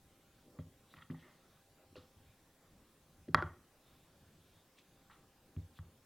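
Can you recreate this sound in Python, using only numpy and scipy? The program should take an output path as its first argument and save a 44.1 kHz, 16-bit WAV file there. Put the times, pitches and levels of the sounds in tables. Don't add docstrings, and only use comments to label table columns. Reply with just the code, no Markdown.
import sys
import numpy as np
from scipy import signal
from scipy.io import wavfile
from scipy.ndimage import uniform_filter1d

SR = 44100
rng = np.random.default_rng(int(sys.argv[2]) if len(sys.argv) > 2 else 0)


def gain_from_db(level_db):
    decades = np.asarray(level_db, float) / 20
    return 10 ** decades


def inscribe(sig):
    pcm = np.round(np.clip(np.atleast_2d(sig).T, -1, 1) * 32767)
    wavfile.write(sys.argv[1], SR, pcm.astype(np.int16))


N = 266937

# frequency in Hz, relative level in dB, t60 in seconds,
# direction of the first movement (+1 or -1).
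BOWL_MODES = [(52, -5, 0.16, -1), (78.56, 2, 0.23, -1), (97, 2, 0.26, 1), (131, -2, 0.11, 1),
              (162.2, 2, .17, -1), (218.4, -5.5, 0.099, -1), (247.6, 2.5, 0.075, -1), (286, -6, 0.1, 1),
              (350, -4.5, 0.07, -1), (386.7, -11.5, .08, 1), (430, -9.5, 0.0518, -1),
              (500.6, -19.5, 0.16, -1), (600, -9.5, .05, 1), (775, -19, 0.0602, -1), (843, -13.5, 0.024, 1),
              (960, -12, 0.028, -1), (1156, 4.5, .016, -1), (1300, -9.5, .035, -1), (1364, -15, .06, 1),
              (1420, -12.5, .026, -1), (1540, -17.5, 0.014, 1), (1758, -1.5, 0.011, 1),
              (1888, -11.5, 0.036, 1), (2080, -17.5, 0.036, -1), (2400, -18.5, 0.019, 1),
              (2747, -20, 0.017, -1), (3000, -24, 0.015, 1), (3280, -17.5, 0.03, 1), (3700, -21, 0.011, -1),
              (3896, -16.5, .02, 1), (4395, -20, 0.0051, -1), (6200, -26, .009, -1),
              (7075, -17.5, 0.011, -1), (10680, -11.5, .003, -1)]


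def rings():
    hz, db, t60, direction = np.transpose(BOWL_MODES)[:, :, None]
    t = np.arange(SR // 3) / SR
    decay = gain_from_db(db - 60 * t / t60)
    rise = 1 - np.exp(-7 * hz * t)
    return np.sign(direction) * decay * np.sin(2 * np.pi * hz * t) * rise


def near(hz, centre_hz, octaves):
    return np.exp(-0.5 * (np.log2(hz / centre_hz) / octaves) ** 2)


def edge_click():
    t = np.arange(SR // 3) / SR
    body = t / 0.000095 * np.exp(-t / 0.00015) * np.sin(2 * np.pi * 4800 * t)
    tip = np.exp(-t / 0.00035) * np.sin(2 * np.pi * 10500 * t)
    return body + gain_from_db(-16) * tip


# start in seconds, drive level in dB, centre of the low modes
# it reaches in Hz, spread in octaves.
WEIGHT_LANDINGS = [(.588, -42, 164, .9), (.588, -55, 350, .4), (.6, -59, 305.3, .4), (.592, -39.5, 550, .4),
                   (0.938, -60.5, 193, .7), (0.967, -58, 150, .7), (1.018, -68, 198, .7),
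                   (1.101, -37.5, 231.6, .7), (1.121, -55, 275.3, .4), (1.137, -46.5, 201, .7),
                   (1.905, -65, 109, .7), (1.921, -54.5, 332, .4), (1.956, -36.5, 467, 0.3),
                   (1.964, -34, 484, .15), (1.977, -51, 303.8, 0.37), (1.974, -57.5, 102, .7),
                   (3.281, -34, 368, 0.44), (3.294, -43.5, 180, .7), (3.345, -37, 150, 0.98),
                   (3.363, -37.5, 85, 0.56), (3.366, -55, 300.4, .5), (3.378, -42, 247, 0.77),
                   (3.4231, -29, 342, 0.1), (3.4235, -31.5, 600, .15), (3.44, -42.5, 114, .7),
                   (5.566, -39, 93, 0.59), (5.565, -46, 263, 0.65), (5.578, -48.5, 300, .4),
                   (5.790, -45.5, 99.89, 0.7), (5.857, -56.5, 100, 0.46), (5.991, -73, 92.5, .7)]
# start in seconds, drive level in dB, centre of the high modes
# it reaches in Hz, spread in octaves.
EDGE_STRIKES = [(0.5886, -50.5, 1250, 0.14), (.589, -47.5, 2200, 0.18), (.589, -51, 3500, 0.18),
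                (0.9388, -48, 1300, 0.12), (0.9396, -46, 2200, 0.42), (0.94, -46, 3850, .08),
                (.9694, -47, 2300, 0.18), (0.978, -62, 1250, 0.23), (1.004, -64, 1400, 0.41),
                (1.0198, -40.5, 1370, 0.073), (1.0218, -43, 2100, 0.15), (1.100, -55.5, 1100, 0.49),
                (1.100, -44, 2300, 0.21), (1.104, -45.5, 1910, 0.12), (1.109, -53, 3300, .2),
                (1.144, -38, 820, 0.096), (1.144, -57, 1400, 0.26), (1.957, -54.5, 900, 0.35),
                (1.956, -28.5, 2650, 0.068), (1.966, -46.5, 4200, .3), (1.966, -53.5, 1870, 0.18),
                (1.978, -48, 3600, 0.2624), (3.285, -50.5, 2640, 0.48), (3.3459, -13, 1620, 1.07),
                (3.374, -36, 1200, 0.54), (3.4243, -12.5, 1420, 0.027), (3.4243, -39, 1000, 0.33),
                (3.424, -33, 2200, 0.2), (3.424, -50.5, 6300, 0.36), (4.785, -54, 2900, .5),
                (5.099, -55, 1300, 0.404), (5.5645, -42.5, 2700, 0.1968), (5.564, -62.5, 1250, 0.36),
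                (5.789, -51, 1500, 0.63), (5.789, -48, 3400, 0.2607)]


def knocks():
    hz, ring, click = np.transpose(BOWL_MODES)[0], rings(), edge_click()
    t = np.arange(ring.shape[1]) / SR
    soft = ring * (1 - np.exp(-t / 0.0017))
    out = np.zeros(N + SR)
    for start_s, db, low_hz, octaves in WEIGHT_LANDINGS:
        weight = near(hz, low_hz, octaves) @ soft
        out[round(start_s * SR):][:len(t)] += gain_from_db(db) * weight
    for start_s, db, high_hz, octaves in EDGE_STRIKES:
        click_share = gain_from_db(1.8) * near(5200, high_hz, 1.3 * octaves)
        edge = near(hz, high_hz, octaves) @ ring - click_share * click
        out[round(start_s * SR):][:len(t)] += gain_from_db(db) * edge
    return out[:N]


def stroke(peak_s, swell_s, die_s, db):
    fade_db = -25.5
    t = np.arange(-min(swell_s, peak_s), die_s, 1 / SR)
    distance = np.where(t < 0, -t / swell_s, t / die_s)
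    gain = gain_from_db(db + fade_db * distance) * signal.windows.tukey(len(t), 0.04)
    first = round((peak_s + t[0]) * SR)
    return first, gain[:N - first]


def rubbing(strokes, octaves, per_s, spread_db, locking):
    out = np.zeros(N)
    hz, _, t60, _ = np.transpose(BOWL_MODES)
    cycles = hz * t60
    ring = rings()[:, :SR // 8] * cycles[:, None] ** locking / cycles.mean() ** locking
    for *shape, centre_hz in strokes:
        first, gain = stroke(*shape)
        n = len(gain) + SR // 20
        bumps = (rng.random(n) < per_s / SR) * gain_from_db(spread_db * rng.exponential(1, n))
        share = near(hz, centre_hz, octaves)
        reached = share > 1e-3
        places = rng.standard_normal((reached.sum(), n))
        drive = bumps * places * share[reached, None]
        sound = signal.fftconvolve(drive, ring[reached], axes=1).sum(0)[:n]
        sound /= np.sqrt(uniform_filter1d(sound ** 2, size=SR // 12) + 1e-9)
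        out[first:][:len(gain)] += gain * sound[-len(gain):]
    return out


# peak in seconds, swell in seconds, die-away in seconds,
# peak level in dB, centre in Hz.
SCRAPE_STROKES = [(.46, .03, 0.27, -65.5, 420), (.57, 0.22, 0.037, -64, 495),
                  (.97, 0.027, 0.016, -68, 1600), (.989, .03, 0.017, -58.5, 1740),
                  (1.024, .035, 0.027, -61.5, 1850), (1.05, .02, 0.062, -73, 2111),
                  (1.26, 0.14, 0.25, -70, 1490), (1.115, .012, .08, -61.5, 696),
                  (1.27, 0.11, 0.17, -67.5, 660), (1.96, 0.003828, 0.13, -64.5, 1154),
                  (3.382, .02, 0.12, -42.5, 1290), (3.455, .03, 0.2, -57.5, 1500),
                  (5.105, .012, 0.12, -62, 1300), (5.11, 0.015, 0.13143, -71, 2306),
                  (.6, .01, 0.05631, -71.5, 3293), (1.008, .008, 0.023, -65, 1700),
                  (1.024, .02, .02, -66.5, 3000), (5.8, 0.0073, .04, -74, 1380)]


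def scrapes():
    return rubbing(SCRAPE_STROKES, octaves=0.65, per_s=1500, spread_db=1.0, locking=0.56)


# peak in seconds, swell in seconds, die-away in seconds,
# peak level in dB, centre in Hz.
SLIDE_STROKES = [(.925, 0.13, .03, -75, 3750), (.989, .03, .02, -61, 1970), (1.15, .012, .15, -67.5, 1950),
                 (1.24, .1, .25, -67.5, 2000), (1.2, 0.074, .1, -76, 3280), (3.392, 0.057, .1, -63, 3280)]


def slides():
    return rubbing(SLIDE_STROKES, octaves=0.11, per_s=3000, spread_db=1.0, locking=0.56)


# peak in seconds, swell in seconds, die-away in seconds,
# peak level in dB, centre in Hz.
NUDGE_STROKES = [(1.23, 0.017, .1, -66.5, 151), (1.54, 0.24, .2, -69.5, 146.5),
                 (1.72, 0.076, 0.042, -68.5, 84), (1.86, .05, 0.13, -72, 100), (2.198, .1, 0.07, -63, 90),
                 (2.29, 0.0673, 0.071, -61, 83), (3.2, .06, .12, -61.5, 98), (4.236, .11, .2, -64.5, 150),
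                 (4.396, 0.199, .16, -65, 175), (4.576, 0.06, 0.1, -66.5, 149)]


def nudges():
    return rubbing(NUDGE_STROKES, octaves=0.76, per_s=180, spread_db=3.5, locking=0)


# peak in seconds, swell in seconds, die-away in seconds,
# peak level in dB, centre in Hz.
RUSTLE_STROKES = [(0.97, 0.022, .02, -66, 2900), (.989, 0.016, 0.02, -66, 3129),
                  (1.024, 0.019, 0.031, -65, 3060), (1.19, .06, .3, -73, 3300), (1.11, .01, .03, -66, 3020),
                  (1.96, 0.0038, 0.12, -63, 3700), (3.37, .025, 0.12, -63, 3700),
                  (4.787, 0.028, .05, -64, 3200), (4.788, 0.0072, .02, -72, 6520),
                  (0.604, .01, .04, -78, 3265), (5.112, 0.015, .14, -69, 2890), (5.115, .02, .12, -73, 900),
                  (5.775, 0.038, .03, -69.5, 3440)]


def husks():
    husks_per_s = 1500
    out = np.zeros(N)
    hz = np.geomspace(500, 9000, num=24)[:, None]
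    t = np.arange(SR // 100) / SR
    grains = np.sin(2 * np.pi * hz * t) * hz * t * np.exp(-hz * t / 1.8)
    grains /= np.linalg.norm(grains, axis=1, keepdims=True)
    for *shape, centre_hz in RUSTLE_STROKES:
        first, gain = stroke(*shape)
        size = (len(hz), len(gain))
        ticks = (rng.random(size) < husks_per_s / SR) * rng.standard_normal(size)
        share = near(hz, centre_hz, octaves=0.4)
        share /= np.linalg.norm(share) * np.sqrt(husks_per_s / SR)
        sound = signal.fftconvolve(ticks * share * gain, grains, axes=1).sum(0)
        out[first:][:len(gain)] += sound[:len(gain)]
    return out


def evened(x):
    return x / np.sqrt(np.mean(x ** 2) + 1e-20)


def read(points, hz):
    point_hz, value = np.transpose(points)
    return np.interp(np.log(hz + 1), np.log(point_hz + 1), value)


def noise(colour, patchy_db):
    real, imaginary, patches = rng.standard_normal((3, 513, N // 256 + 5))
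    patches = uniform_filter1d(patches, size=10, axis=0)
    patches = evened(uniform_filter1d(patches, size=14, axis=1))
    hz = np.fft.rfftfreq(1024, 1 / SR)[:, None]
    spectra = (real + 1j * imaginary) * gain_from_db(read(colour, hz) + patchy_db * patches)
    return evened(signal.istft(spectra, nperseg=1024, noverlap=768)[1][:N])


# peak in seconds, swell in seconds, die-away in seconds,
# peak level in dB.
SLEEVE_STROKES = [(0.401, 1, 0.44, -79.5), (0.931, 0.134, 0.093, -70.5), (1.57, 1, 0.19, -77.5),
                  (2.27, 1, 0.81, -80), (2.9, 0.54, 0.55, -80), (3.88, 0.16, 0.6356, -73),
                  (4.6, 1, 0.11, -75.5), (5.0, 1, .47, -80), (5.785, 0.11, 0.015207, -69.5)]
# frequency in Hz, relative level in dB.
CLOTH_SPECTRUM = [(500, -22), (1500, -9), (3000, -6.5), (3650, 1.5), (4200, -6.5), (5000, -14.5),
                  (7000, -15)]


def sleeve():
    power = np.zeros(N)
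    for row in SLEEVE_STROKES:
        first, gain = stroke(*row)
        power[first:][:len(gain)] += gain ** 2
    return np.sqrt(power) * noise(CLOTH_SPECTRUM, patchy_db=1.0)


# frequency in Hz, t60 in seconds.
ROOM_DECAY = [(80, 0.46), (300, 0.53), (1200, 0.21), (3500, 0.097), (5000, 0.153), (12000, 0.1)]
# frequency in Hz, relative level in dB.
WALL_REFLECTION = [(100, -16.5), (300, -12), (700, -2), (2000, -1), (2300, -10), (3000, -11), (3300, -2),
                   (3800, -8), (4200, -13), (4600, -20.5), (5000, -34), (6000, -54), (12000, -58)]


def room(x):
    build_s = 0.038
    taps = np.zeros(SR)
    at = np.arange(400, SR - 20, 20)
    growth = np.minimum(at / SR / build_s, 1) ** 2
    taps[at + rng.integers(0, 20, len(at))] = rng.choice([-1., 1.], len(at)) * growth
    hz, t, spectra = signal.stft(taps, SR, nperseg=256)
    band_db = read(WALL_REFLECTION, hz)[:, None] - 60 * t / read(ROOM_DECAY, hz)[:, None]
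    tail = signal.istft(spectra * gain_from_db(band_db), SR, nperseg=256)[1]
    return signal.fftconvolve(x, tail / np.linalg.norm(tail))[:N]


# rms level in dB, for the third before its swell.
HARMONIC_LEVELS = [-88.5, -84.5, -84, -92.5]
# time in seconds, gain in dB.
THIRD_HARMONIC_SWELL = [(0, 0.5), (.9, -2), (1.2, -6), (1.7, 2.5), (2.4, -1.5), (2.8, -33), (3.15, 3.5),
                        (3.6, -4), (3.95, 1.5), (4.5, -17.5), (4.95, 3.5), (5.8, -2), (6.05, -6)]


def motor():
    fundamental_hz = 263.3
    t = np.arange(N) / SR
    out = np.zeros(N)
    for k, db in enumerate(HARMONIC_LEVELS, start=1):
        tone = np.sqrt(2) * gain_from_db(db) * np.sin(2 * np.pi * k * fundamental_hz * t)
        if k == 3:
            tone *= gain_from_db(np.interp(t, *np.transpose(THIRD_HARMONIC_SWELL)))
        out += tone
    return out


# frequency in Hz, relative density in dB per Hz.
AIR_SPECTRUM = [(12, -28), (20, -6), (27, 1), (81, -2), (119, 1.5), (344, -4), (494, -8), (537, -7),
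                (751, -10.5), (840, -11.5), (1640, -14.5), (1890, -17), (15700, -25.5)]


def air():
    return gain_from_db(-68.5) * noise(AIR_SPECTRUM, patchy_db=2.0)


# frequency in Hz, relative density in dB per Hz.
HISS_SPECTRUM = [(59, -45), (100, -15), (156, -6), (282, -7), (413, -1.5), (591, -5), (795, -6.5),
                 (3800, -3.5), (15700, -5)]


def capsule_hiss():
    side = gain_from_db(-78.5) * noise(HISS_SPECTRUM, patchy_db=1.05)
    return np.array([side, -side])


def scene():
    bowl = knocks() + husks() + scrapes() + slides() + nudges()
    mid = bowl + gain_from_db(-23.5) * room(bowl) + sleeve() + motor() + air()
    return np.array([mid, mid])


def top_cut(x):
    return signal.sosfilt(signal.butter(12, 16540, fs=SR, output="sos"), x)


def record(dry):
    ceiling = 0.34
    loud = dry + capsule_hiss()
    mix = loud / (1 + (loud / ceiling) ** 6) ** (1 / 6)
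    return top_cut(mix)


dry = scene()
out = record(dry)
inscribe(out)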